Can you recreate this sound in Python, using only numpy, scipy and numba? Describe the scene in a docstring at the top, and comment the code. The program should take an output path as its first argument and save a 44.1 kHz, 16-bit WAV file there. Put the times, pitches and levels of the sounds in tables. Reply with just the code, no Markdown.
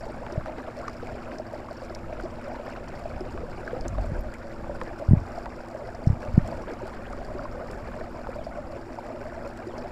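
"""Outdoors, close to the microphone, a low fountain jet spills over a monkey's hands onto a stone block.
Uneven gushes excite decaying bubble tones and filtered noise: gurgle, splash, spatter and spray.
Larger bubbles ring as single damped sines; slaps and drops on the stone are resonant noise bursts.
Behind it motors hum as steady sinusoids and a far bird whistles two short calls.
A light breeze rumbles on the microphone as low-passed noise, with a flutter and dull buffets."""
import sys
import numpy as np
from scipy import signal
from scipy.fft import rfft, irfft
from scipy.io import wavfile
from scipy.ndimage import uniform_filter1d
from numba import njit

SR = 44100
rng = np.random.default_rng(int(sys.argv[2]) if len(sys.argv) > 2 else 0)


def waveform_to_disk(signal):
    """Save audio, clipped to [-1, 1], as 16-bit WAV at the path in sys.argv[1]."""
    frames = np.transpose(np.atleast_2d(signal))
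    scaled = np.clip(frames, -1, 1) * 32767
    samples = np.round(scaled).astype(np.int16)
    wavfile.write(sys.argv[1], SR, samples)


N = 437031
T = np.arange(N) / SR  # time in seconds

# Spectral envelopes of the four layers of water. Each row: frequency in Hz, relative density in dB per Hz.
GURGLE_SPECTRUM = [(200, -18), (255, 0), (305, -8.5), (372, -2), (420, -7), (490, -3), (590, 2),
                   (680, -0.5), (790, -7), (1000, -14.5), (1500, -41.5)]
SPLASH_SPECTRUM = [(450, -22.5), (800, -0.5), (950, -0.5), (1200, -2), (1520, -2.5), (1900, -9.5),
                   (2350, -12), (2700, -18), (3200, -28), (4200, -24.5), (6000, -31.5)]
SPATTER_SPECTRUM = [(1200, -11.5), (2000, 0.5), (2500, 2), (3300, -9), (4200, -11.5), (6500, -17),
                    (10000, -31)]
SPRAY_SPECTRUM = [(1500, -5), (3000, -5), (3900, -13), (4500, -4), (5300, -4), (6300, -13), (7100, -2.5),
                  (8700, -12.5), (9920, -18), (10030, -8.5), (10150, -18), (12000, -18.5), (15500, -23)]
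# Jet pressing against fingers, which break it into spatter. Each row: start in seconds, end in seconds,
# level in dB.
FINGERS = [(.45, 3.26, -60), (6.85, 6.8, -62.5)]
# The largest bubbles. Each row: start in seconds, initial pitch in Hz, relative level in dB.
LARGE_BUBBLES = [(.322, 355, -28), (.358, 620, -24.5), (.496, 620, -27), (.68, 680, -29),
                 (0.882, 1150, -24.5), (1.027, 467, -27), (1.398, 615, -22), (1.536, 610, -24.5),
                 (1.71, 625, -26), (2.236, 348, -25.5), (2.253, 630, -22.5), (2.477, 593, -26),
                 (3.056, 644, -24.5), (3.208, 353, -23.5), (3.345, 380, -29.5), (3.433, 473, -25.5),
                 (3.677, 1550, -22.5), (3.731, 480, -20), (3.982, 614, -22.5), (4.695, 560, -23),
                 (4.819, 504, -25.5), (5.378, 646, -23.5), (5.462, 885, -26), (5.748, 583, -23.5),
                 (5.887, 660, -27), (6.83, 367, -26.5), (7.132, 1206, -28.5), (7.349, 368, -27),
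                 (7.393, 1350, -28.5), (7.454, 1020, -25.5), (8.011, 614, -25.5), (8.289, 517, -24.5),
                 (8.467, 630, -23), (8.585, 580, -25), (8.986, 900, -25.5), (9.668, 352, -26)]
# Water threads shedding ever smaller bubbles. Each row: start in seconds, first pitch in Hz,
# middle level in dB.
BUBBLE_TRILLS = [(0.821, 930, -33), (4.319, 1340, -34.5), (4.40, 1100, -40), (4.483, 1200, -41),
                 (7.038, 1830, -41), (8.308, 1410, -42)]
# Lumps of water slapping the stone. Each row: start in seconds, relative peak in dB, resonance in Hz.
STONE_SLAPS = [(.264, -25, 1070), (.458, -23.5, 910), (.879, -22.5, 1160), (2.198, -26, 1280),
               (2.679, -24.5, 725), (3.375, -26.5, 1200), (3.981, -27, 800), (4.813, -20.5, 990),
               (5.457, -25, 844), (8.269, -22.5, 950)]
# Sharp drops on the stone. Each row: start in seconds, peak in dB, resonance in Hz.
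STONE_DROPS = [(.322, -38, 5160), (.880, -39, 5260), (1.383, -38.5, 5130), (1.948, -33, 4970),
               (3.206, -39.5, 5170), (3.809, -34.5, 5180), (3.880, -29, 6500), (4.207, -47, 13000),
               (5.948, -40, 5050), (6.075, -41, 5030), (6.734, -43, 5000), (9.780, -38, 4900)]
# Lines of a motor turning 55.6 times a second and of the mains. Each row: frequency in Hz,
# middle rms level in dB.
HUM_LINES = [(111.2, -56), (120, -58.5), (166.8, -63.5), (222.3, -53.5), (240, -50), (277.8, -65.5),
             (333.4, -53.5), (444.6, -63)]
# Calls of a small far bird. Each row: start in seconds, peak in dB.
BIRD_CALLS = [(8.375, -61), (9.68, -62)]
# Spectral envelope of wind rumble. Each row: frequency in Hz, relative density in dB per Hz.
RUMBLE_SPECTRUM = [(5, 2.5), (10, 5), (25, 1), (52, 0.5), (80, -3.5), (130, -8.5), (200, -10), (400, -31),
                   (1000, -34.5)]
# Gusts over the light breeze. 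Each row: start in seconds, end in seconds, middle level in dB.
GUSTS = [(.85, 1.15, -43), (3.75, 4.25, -37), (4.65, 4.85, -38), (6.3, 6.45, -32)]
# Puffs of air on the microphone. Each row: start in seconds, swing rate in Hz, peak of the swing in dB.
BUFFETS = [(.378, 111, -15.5), (4.120, 132, -18), (5.088, 84, -9), (5.111, 128, -5.5), (5.12, 119, -7),
           (5.134, 145, -1.5), (5.171, 94.5, -15), (6.072, 118, -6), (6.101, 97, -8.5), (6.13, 99, -16),
           (6.284, 89, -23.5), (6.342, 70, -15), (6.379, 150, -1)]

# The jet runs steadily; its pressure wanders a little and moves all its layers together.
GURGLE_DB, SPLASH_DB, SPRAY_DB = -40, -47, -61
WANDER_DB, WANDER_PER_S = 0.4, 2.6
FINGERS_ATTACK_S, FINGERS_RELEASE_S, FREE_SPATTER_DB = 0.2, 0.83, -73.5
# Every large bubble rings for the same number of cycles and rises by the same share of its pitch.
PLOP_CYCLES, PLOP_RISE = 28, 0.16
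# Lesser bubbles come at random; the higher, the quieter.
STRAY_LO_HZ, STRAY_HI_HZ, STRAY_DB, STRAY_DB_PER_OCTAVE = 900, 2400, -28, -6.5
TRILL_S, TRILL_CLIMB = .033, 1.77  # length, and ratio of last pitch to first
# The pitch of a bird call turns at the share BIRD_TURN of its length.
BIRD_S, BIRD_HIGH_HZ, BIRD_DIP_HZ, BIRD_TURN = .08, 4000, 1050, .62
BREEZE_DB, GUST_ATTACK_S, GUST_RELEASE_S = -41.5, .08, .1
# The longest gust sheds eddies at a nearly steady rate.
FLUTTER_START_S, FLUTTER_END_S, FLUTTER_HZ, FLUTTER_DB = 3.9, 4.18, 42.8, -29
TOP_HZ = 15450  # upper band limit


def undb(db):
    """Definition of the decibel: an amplitude gain is ten to the power of dB / 20."""
    return 10 ** (np.asarray(db) / 20)


def unit(x):
    """Normalisation: a signal divided by its root mean square has rms 1."""
    return x / np.sqrt(np.mean(x ** 2))


def add(out, s, sound):
    """Superposition: a short sound is summed into the output from time s."""
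    i = max(int(s * SR), 0)
    out[i:i + len(sound)] += sound[:max(N - i, 0)]


def walk(rate, count=4000):
    """Slow random modulation: levels held for 1 / rate seconds are smoothed twice and scaled to rms 1."""
    hold = max(int(SR / rate), N // count + 1)
    held = rng.standard_normal(count)[np.arange(N) // hold]
    smoothed = uniform_filter1d(held, hold)
    return unit(uniform_filter1d(smoothed, hold))


def swells(rows, attack_s, release_s):
    """Exponential envelopes: each (start s, end s, dB) event grows before its start and decays after its end."""
    total = 0
    for start, end, db in rows:
        growth = np.minimum(T - start, 0) / attack_s
        decay = np.maximum(T - end, 0) / release_s
        total = total + undb(db) * np.exp(growth - decay)
    return total


def colour(x, points):
    """Minimum-phase filtering: the envelope through (Hz, dB) points is causal, so attacks stay sharp; rms 1."""
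    size = 16384
    hz, db = np.transpose(points)
    bins = np.maximum(np.arange(size // 2 + 1), .5) * SR / size
    gain = undb(np.interp(np.log(bins), np.log(hz), db))
    gain = gain / (1 + (bins / hz[-1] / 2) ** 2)  # falls off above the last point
    # folding the cepstrum onto positive times gives minimum phase
    cepstrum = irfft(np.log(gain))
    cepstrum[1:size // 2] *= 2
    cepstrum[size // 2 + 1:] = 0
    response = irfft(np.exp(rfft(cepstrum)))
    return unit(signal.fftconvolve(x, response)[:N])


@njit
def ring(start, hz, t60, size, rise):
    """Bubble resonance: a damped sine swells within a cycle and rises in pitch as the bubble nears the surface."""
    out = np.zeros(N)
    for k in range(len(start)):
        first = int(start[k] * SR)
        life = t60[k] * SR  # samples taken to decay by 60 dB
        step = np.exp((2j * np.pi * hz[k] / SR) - np.log(1000) / life)
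        glide = np.exp(2j * np.pi * hz[k] / SR * rise / life)
        z, closed, opening = size[k] + 0j, 1., np.exp(-1.5 * hz[k] / SR)
        for i in range(max(first, 0), min(first + int(life), N)):
            out[i] += z.imag * (1 - closed)
            z, step, closed = z * step, step * glide, closed * opening
    return out


def gushes(rate, fade_s):
    """Shot noise: random lumps of water arrive at once and drain exponentially; mean 0, rms 1."""
    lumps = (rng.random(N) < rate / SR) * rng.uniform(0.33, 1, N)
    flow = signal.lfilter([1], [1, -np.exp(-1 / (fade_s * SR))], lumps)
    flow = np.sqrt(flow + flow.mean())
    return unit(flow - flow.mean())


def swarm(flow_db, lo_hz, hi_hz, cycles, spread_db, rise, count):
    """Bubble ensemble: many weak and a few strong resonances sum, stronger while a gush lands; rms 1."""
    when, pitch, bulk, damping = rng.random((count, 4)).T
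    hz = lo_hz * (hi_hz / lo_hz) ** pitch
    rarity = -np.log(1 - .985 * bulk)
    size = hz * undb(spread_db * rarity + flow_db[(when * N).astype(int)])
    t60 = cycles * 2 ** (2 * damping - 1) / hz
    return unit(ring(when * N / SR, hz, t60, size, rise))


def patter(flow_db, spread_db, smear_s, count):
    """Random impacts: each tiny drop adds power that decays exponentially and modulates noise; rms 1."""
    when, bulk = rng.random((count, 2)).T
    at = (when * N).astype(int)
    rarity = -np.log(1 - .997 * bulk)
    power = np.bincount(at, undb(spread_db * rarity + flow_db[at]) ** 2, N)
    smeared = signal.lfilter([1], [1, -np.exp(-1 / (smear_s * SR))], power)
    return unit(np.sqrt(smeared) * rng.standard_normal(N))


def jet():
    """Excitation by turbulent flow: uneven gushes drive gurgling, brighter bubbling, spatter and fine spray."""
    fingers = np.hypot(undb(FREE_SPATTER_DB), swells(FINGERS, FINGERS_ATTACK_S, FINGERS_RELEASE_S))
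    flow = gushes(rate=37, fade_s=0.013)
    scatter = gushes(rate=51, fade_s=0.009)  # thrown drops land in clusters of their own

    gurgle = swarm(2.05 * flow, lo_hz=233.8, hi_hz=945.4, cycles=24.2, spread_db=2.0, rise=0.14, count=4500)
    gurgle = gurgle + .8 * undb(flow) * rng.standard_normal(N)

    bubbles = swarm(1.4 * flow, lo_hz=731.0, hi_hz=4030, cycles=30.0, spread_db=2.5, rise=0.11, count=10000)
    wash = patter(1.24 * flow, spread_db=-1.5, smear_s=0.0055, count=14000)
    splash = .9 * bubbles + wash

    spatter = swarm(2.8 * flow, lo_hz=1863, hi_hz=6260, cycles=24, spread_db=4.5, rise=0.15, count=8000)

    fizz_db = 0.84 * flow + 3.6 * scatter
    fizz = swarm(fizz_db, lo_hz=3950, hi_hz=5880, cycles=29, spread_db=3.0, rise=0.17, count=4000)
    ticks = patter(0.86 * flow + 3.05 * scatter, spread_db=4.0, smear_s=0.00087, count=7000)
    specks = swarm(scatter, lo_hz=8500, hi_hz=14500, cycles=28, spread_db=3.0, rise=.05, count=700)
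    mist = rng.standard_normal(N)
    spray = undb(-4) * ticks + undb(-8.0) * fizz + undb(-11.5) * specks + undb(-5.5) * mist

    pressure = undb(WANDER_DB * walk(WANDER_PER_S))
    return pressure * (undb(GURGLE_DB) * colour(gurgle, GURGLE_SPECTRUM)
                       + undb(SPLASH_DB) * colour(splash, SPLASH_SPECTRUM)
                       + fingers * colour(spatter, SPATTER_SPECTRUM)
                       + undb(SPRAY_DB) * colour(spray, SPRAY_SPECTRUM))


def plops(count=18):
    """Free oscillation of air pockets: large bubbles ring above the swarm, with lesser ones strewn between."""
    s, hz, db = np.array(LARGE_BUBBLES, float).T.copy()
    large = undb(2.1) * ring(s, hz, PLOP_CYCLES / hz, undb(db), PLOP_RISE)
    when, pitch = rng.random((count, 2)).T
    stray_s = (np.arange(count) + when) / count * N / SR
    stray_hz = STRAY_LO_HZ * (STRAY_HI_HZ / STRAY_LO_HZ) ** pitch
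    stray_db = STRAY_DB + STRAY_DB_PER_OCTAVE * np.log2(stray_hz / STRAY_LO_HZ)
    stray = ring(stray_s, stray_hz, PLOP_CYCLES / stray_hz, undb(stray_db), PLOP_RISE)
    return large + stray


def trills(count=9):
    """Inverse relation of size and pitch: a thread sheds ever smaller bubbles, so a quick run climbs."""
    out = 0
    for s, first_hz, db in BUBBLE_TRILLS:
        along = (np.arange(count) + rng.random(count)) / count
        hz = first_hz * TRILL_CLIMB ** along
        size = undb(db + 2 * rng.standard_normal(count))
        out = out + ring(s + TRILL_S * along, hz, 22 / hz, size, 0.05)
    return out


def impacts(table, fade_s, sharpness):
    """Impact excitation: water on stone is a rapidly decaying noise burst shaped by one broad resonance."""
    out, t = np.zeros(N), T[:SR // 20]
    for s, db, hz in table:
        burst = rng.standard_normal(len(t)) * np.exp(-t / fade_s)
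        hit = signal.lfilter(*signal.iirpeak(hz, max(sharpness, 1), SR), burst)
        hit = signal.lfilter(*signal.iirpeak(hz, 1, SR), hit)
        add(out, s + 0.00084, undb(db) * hit / np.abs(hit).max())
    return out


def motors():
    """Periodic machine vibration: steady lines waver in level and phase on their way through the air."""
    hum = 0
    for hz, db in HUM_LINES:
        level = np.sqrt(2) * undb(db + 2.06 * walk(4.5))  # rms to peak
        hum = hum + level * np.sin(2 * np.pi * hz * T + 0.85 * walk(3))
    return hum


def bird():
    """Frequency modulation: each thin whistle dips in pitch and climbs part of the way back."""
    out, along = np.zeros(N), np.linspace(0, 1, int(BIRD_S * SR))
    hz = BIRD_HIGH_HZ - BIRD_DIP_HZ * (1 - np.abs(along / BIRD_TURN - 1))
    envelope = np.sqrt(4 * along * (1 - along))
    whistle = envelope * np.sin(2 * np.pi * np.cumsum(hz) / SR)
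    for s, db in BIRD_CALLS:
        add(out, s, undb(db) * whistle)
    return out


def breeze():
    """Turbulent pressure noise: unsteady low rumble swells in gusts, with a lopsided flutter of shed eddies."""
    wind = np.hypot(undb(BREEZE_DB), swells(GUSTS, GUST_ATTACK_S, GUST_RELEASE_S))
    rumble = wind * undb(2.3 * walk(3.6)) * colour(rng.standard_normal(N), RUMBLE_SPECTRUM)
    phase = 2 * np.pi * np.cumsum(FLUTTER_HZ * (1 + .13 * walk(45))) / SR
    # the second harmonic makes the swing lopsided
    eddies = (np.cos(phase) + 0.46 * np.cos(2 * phase)) * undb(3.2 * walk(50))
    flutter = swells([(FLUTTER_START_S, FLUTTER_END_S, FLUTTER_DB)], attack_s=0.053, release_s=.09)
    return rumble + eddies * flutter


def buffets(damping, wake_db, wake_s):
    """Damped membrane motion: a puff shoves the microphone, which swings back as eddies rumble on behind."""
    out, wake, t = np.zeros(N), np.zeros(N), T[:SR // 3]
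    for s, hz, db in BUFFETS:
        turns = hz * t
        swing = turns * np.exp(-damping * turns) * np.sin(2 * np.pi * turns)
        add(out, s - .001, -undb(db) * swing / np.abs(swing).max())
        add(wake, s, undb(db + wake_db) * np.tanh(turns) ** 2 * np.exp(-t / wake_s))
    # pairs of Hz and relative dB per Hz
    wake_spectrum = [(20, 0), (90, 7), (200, -19), (400, -37), (1000, -62)]
    return out + wake * colour(rng.standard_normal(N), wake_spectrum)


def scene():
    """Superposition of sources: water in front, motors and a bird behind, wind on the microphone."""
    water = jet() + plops() + trills()
    slaps = undb(-2) * impacts(STONE_SLAPS, fade_s=0.0027, sharpness=2.8)
    drops = impacts(STONE_DROPS, fade_s=0.0027, sharpness=5.8)
    background = motors() + bird()
    wind = breeze() + buffets(damping=3.34, wake_db=-27.0, wake_s=0.05)
    return (water + slaps + drops + background + wind)[None]


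def record(dry):
    """Band limitation: a steep elliptic low-pass filter removes the top of the spectrum."""
    low_pass = signal.ellip(10, .1, 80, TOP_HZ, fs=SR, output="sos")
    return signal.sosfilt(low_pass, dry)


dry = scene()
out = record(dry)
waveform_to_disk(out)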